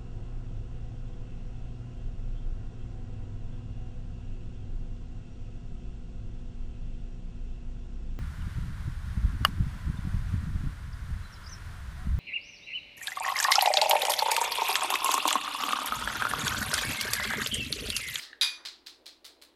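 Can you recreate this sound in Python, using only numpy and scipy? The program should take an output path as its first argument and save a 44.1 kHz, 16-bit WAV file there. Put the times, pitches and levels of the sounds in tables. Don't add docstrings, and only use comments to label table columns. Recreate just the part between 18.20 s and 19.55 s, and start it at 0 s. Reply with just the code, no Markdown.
import sys
import numpy as np
from scipy import signal
from scipy.fft import rfft, irfft
from scipy.io import wavfile
from scipy.ndimage import uniform_filter1d

SR = 44100
rng = np.random.default_rng(int(sys.argv[2]) if len(sys.argv) > 2 else 0)


def transcribe(signal):
    frames = np.atleast_2d(signal).T
    limited = np.clip(frames, -1, 1)
    pcm = np.round(limited * 32767).astype(np.int16)
    wavfile.write(sys.argv[1], SR, pcm)


N = 59535
TIME_S = np.arange(N) / SR
BINS_HZ = np.arange(N // 2 + 1) * SR / N


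def undb(db):
    return 10 ** (np.asarray(db) / 20)


def unit(x):
    return x / np.sqrt(np.mean(x ** 2))


def over_hz(points):
    hz, values = np.array(points, float).T
    return np.interp(np.log(np.maximum(BINS_HZ, 1)), np.log(hz), values)


def below(hz, corner_hz):
    return 1 / (1 + (hz / corner_hz) ** 6)


def bell(x, centre, half_width):
    return np.exp(-((x - centre) / half_width) ** 2)


def fade(t60_s, hold_s=0):
    return np.exp(-np.log(1000) * np.maximum(TIME_S - hold_s, 0) / t60_s)


def add(out, x, at_s):
    start = int(round(at_s * SR))
    x = x[max(-start, 0):N - start]
    start = max(start, 0)
    out[start:start + len(x)] += x


def noise(gain):
    return unit(irfft(rfft(rng.standard_normal(N)) * gain, N))


def pulse(spectrum_db):
    cepstrum = irfft(np.log(undb(spectrum_db)), N)
    cepstrum[1:N // 2] *= 2
    cepstrum[N // 2:] = 0
    x = irfft(np.exp(rfft(cepstrum)), N)[:SR // 20]
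    return x / np.sqrt(np.sum(x ** 2))


def ring(modes, scatter=0):
    out = np.zeros(N)
    for (hz, db, rise_s, t60_s), phase in zip(modes, rng.random(len(modes))):
        attack = np.sin(np.pi / 2 * np.minimum(TIME_S / rise_s, 1)) ** 2
        tone = np.sin(2 * np.pi * (hz * TIME_S + scatter * phase))
        out += undb(db) * attack * fade(t60_s, hold_s=rise_s) * tone
    return out


def echo(db, spread_s=0.00064):
    t = TIME_S[:SR // 100]
    spectrum = rfft(rng.standard_normal(len(t)) * np.exp(-t / spread_s))
    return undb(db) * irfft(spectrum / np.abs(spectrum), len(t))[:len(t) // 2]


# frequency in Hz, T60 in seconds.
ROOM_DECAY = [(300, 0.22), (1000, 0.43), (2200, 0.34), (4200, 0.34), (8000, 0.33), (15000, 0.25)]
# delay in seconds, level in dB.
WALL_ECHOES = [(0.0123, -7.5), (0.0206, 0.5), (0.0343, -3)]
TAIL_DB = 10


def room(build_s=0.0075, early_db=-3):
    diffuse = rfft(unit(rng.standard_normal(N)))
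    response = np.zeros(N)
    for band_hz, t60_s in ROOM_DECAY:
        band = over_hz([(hz, hz == band_hz) for hz, _ in ROOM_DECAY])
        response += irfft(diffuse * band, N) * fade(t60_s)
    response *= np.where(TIME_S < build_s, undb(early_db), 1)
    response *= undb(TAIL_DB) / np.sqrt(np.sum(response ** 2))
    for delay_s, db in WALL_ECHOES:
        add(response, echo(db), delay_s)
    return response


def in_room(x, straight_db=0, room_gain_db=0, wall_s=0, wall_db=-np.inf):
    response = room() * undb(room_gain_db)
    response[0] += undb(straight_db)
    add(response, echo(wall_db), wall_s)
    return signal.fftconvolve(x, response)[:N]


# frequency in Hz, relative level in dB.
CLICK_SPECTRUM = [(150, -31.5), (500, -25.5), (1050, -16.5), (2000, -12), (2900, -10), (3600, -4.5),
                  (4150, -1), (4450, -4.5), (4900, -5), (5600, -11.5), (6700, -14.5), (9200, -15.5),
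                  (11000, -19), (15500, -21.5)]
# start in seconds, level in dB, straight path gain in dB,
# wall echo delay in seconds, wall echo gain in dB, body shelf in dB, treble shelf in dB.
LANDINGS = [(-0.007, -24.5, -8, .007, 0, 2, 1.5), (0.017, -23, -19, .007, -21, -0.5, -7),
            (0.4521, -18, 0.5, .007, 4.5, -0.5, -9), (0.6626, -24.5, -14, .0072, 6, -1.5, -4),
            (0.858, -26, -17, .007, 5.5, -2, -3.5), (1.0447, -26.5, -19, .0066, 3.5, 0, 2),
            (1.216, -32.5, -6, .0072, 6.5, 4, 5.5)]


def bounces(body_hz=2960, treble_hz=7500):
    out = np.zeros(N)
    body, treble = below(BINS_HZ, body_hz), 1 - below(BINS_HZ, treble_hz)
    for start_s, db, straight_db, wall_s, wall_db, body_db, treble_db in LANDINGS:
        click = pulse(over_hz(CLICK_SPECTRUM) + body_db * body + treble_db * treble)
        add(out, undb(db) * in_room(click, straight_db, wall_s=wall_s, wall_db=wall_db), start_s)
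    return out


# frequency in Hz, relative spectral density in dB.
AIR_SPECTRUM = [(25, -3.5), (55, -9.5), (90, -5.5), (165, -14.5), (230, -1), (330, 8), (450, -1), (600, -6),
                (800, -2), (1500, -11.5), (2800, -12), (4100, -14.5), (6000, -23), (10000, -22.5),
                (15500, -22.5)]
# time in seconds, level in dB.
SWELL_ENVELOPE = [(0, -74), (.45, -70.5), (.6, -101), (.76, -81), (.81, -65.5), (.9, -68.5), (.99, -79),
                  (1.11, -66.5), (1.22, -69.5), (1.35, -78)]


def background(air_db=-66.5, swell_hz=524, swell_half_width_hz=180, hum_hz=60, hum_db=-81.5):
    air = undb(air_db) * noise(undb(over_hz(AIR_SPECTRUM)))
    swell_db = np.interp(TIME_S, *np.array(SWELL_ENVELOPE).T)
    swell = undb(swell_db) * noise(bell(BINS_HZ, swell_hz, swell_half_width_hz))
    hum = undb(hum_db) * unit(np.sin(2 * np.pi * hum_hz * TIME_S))
    return air + swell + hum


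# centre in seconds, half length in seconds, frequency in Hz,
# half width in Hz, level in dB.
SCUFF_BANDS = [(0.073, 0.1, 1860, 252, -58.5), (0.099, 0.031, 1256, 30, -60.5),
               (0.394, 0.067, 1490, 810, -58)]


def scuffs():
    out = np.zeros(N)
    for centre_s, half_length_s, hz, half_width_hz, db in SCUFF_BANDS:
        envelope = undb(db) * bell(TIME_S, centre_s, half_length_s)
        out += envelope * noise(bell(BINS_HZ, hz, half_width_hz))
    return out


# frequency in Hz, level in dB, rise in seconds, T60 in seconds.
TICK_MODES = [(1734, -34.5, 0.0015, 0.016), (2870, -47, 0.00067, 0.019), (3870, -42.5, .0006, 0.01)]


def tick(start_s=0.13):
    out = np.zeros(N)
    add(out, in_room(ring(TICK_MODES), room_gain_db=-19.5), start_s)
    return out


# frequency in Hz, relative level in dB.
CRACK_SPECTRUM = [(150, -45), (380, -29.5), (620, -33), (1000, -16.5), (1750, -12.5), (2350, -7.5),
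                  (2850, -13.5), (3700, 2.5), (4300, -9), (4850, -3), (5500, -13.5), (7000, -15.5),
                  (9000, -23), (9900, -13.5), (10800, -12), (11300, -23), (13100, -21), (15000, -31.5),
                  (15800, -50)]
# frequency in Hz, level in dB, rise in seconds, T60 in seconds.
CLACK_MODES = [(3980, -14.5, 0.001, 0.013), (10290, -30.5, 0.00072, 0.015)]
# frequency in Hz, relative level in dB, rise in seconds, T60 in seconds.
OBJECT_MODES = [(1740, -16, 0.0055, 0.38), (2448, -6.5, 0.089, 0.08), (2455, -3.5, .01, 0.28),
                (3300, -8, 0.008, 0.13), (3590, -14, .01, 0.23), (3689, 0, 0.012, 0.16),
                (3732, -3.5, 0.0089, 0.22), (3910, -8.5, .01, 0.22), (4617, -1, 0.0068, .24),
                (4810, -3.5, 0.0084, 0.14), (4870, -2.5, .01, .24), (5995, -6.5, .008, 0.17),
                (10583, -31, .008, 0.12)]


def knock(start_s=0.212, crack_db=-4.5, ring_db=-27, clack_lag_s=0.0006, wall_s=0.0055, wall_db=-1.5):
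    out = np.zeros(N)
    crack = in_room(pulse(over_hz(CRACK_SPECTRUM)), straight_db=-2)
    add(out, undb(crack_db) * crack, start_s)
    clack = ring(CLACK_MODES)
    add(out, clack, start_s + clack_lag_s)
    add(out, undb(wall_db) * clack, start_s + wall_s)
    ringing = in_room(ring(OBJECT_MODES, scatter=1), room_gain_db=-7.5 - TAIL_DB)
    add(out, undb(ring_db) * ringing, start_s)
    return out


def suppress(x, threshold_db=-87, depth_db=6, from_hz=4800):
    hz, _, spectra = signal.stft(x, SR, nperseg=512)
    power = uniform_filter1d(np.abs(spectra) ** 2, size=3, axis=1)
    faint = 1 / (1 + np.abs(power) / undb(threshold_db) ** 2)
    treble = 1 - below(hz[:, None], from_hz)
    _, out = signal.istft(spectra * undb(-depth_db * faint * treble), SR)
    return out[:, :N]


def scene():
    return (bounces() + knock() + tick() + scuffs() + background())[None]


def record(dry):
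    lowpass = signal.ellip(10, 0.2, 70, 15900, fs=SR, output="sos")
    return signal.sosfilt(lowpass, suppress(dry))


dry = scene()
out = record(dry)
transcribe(out)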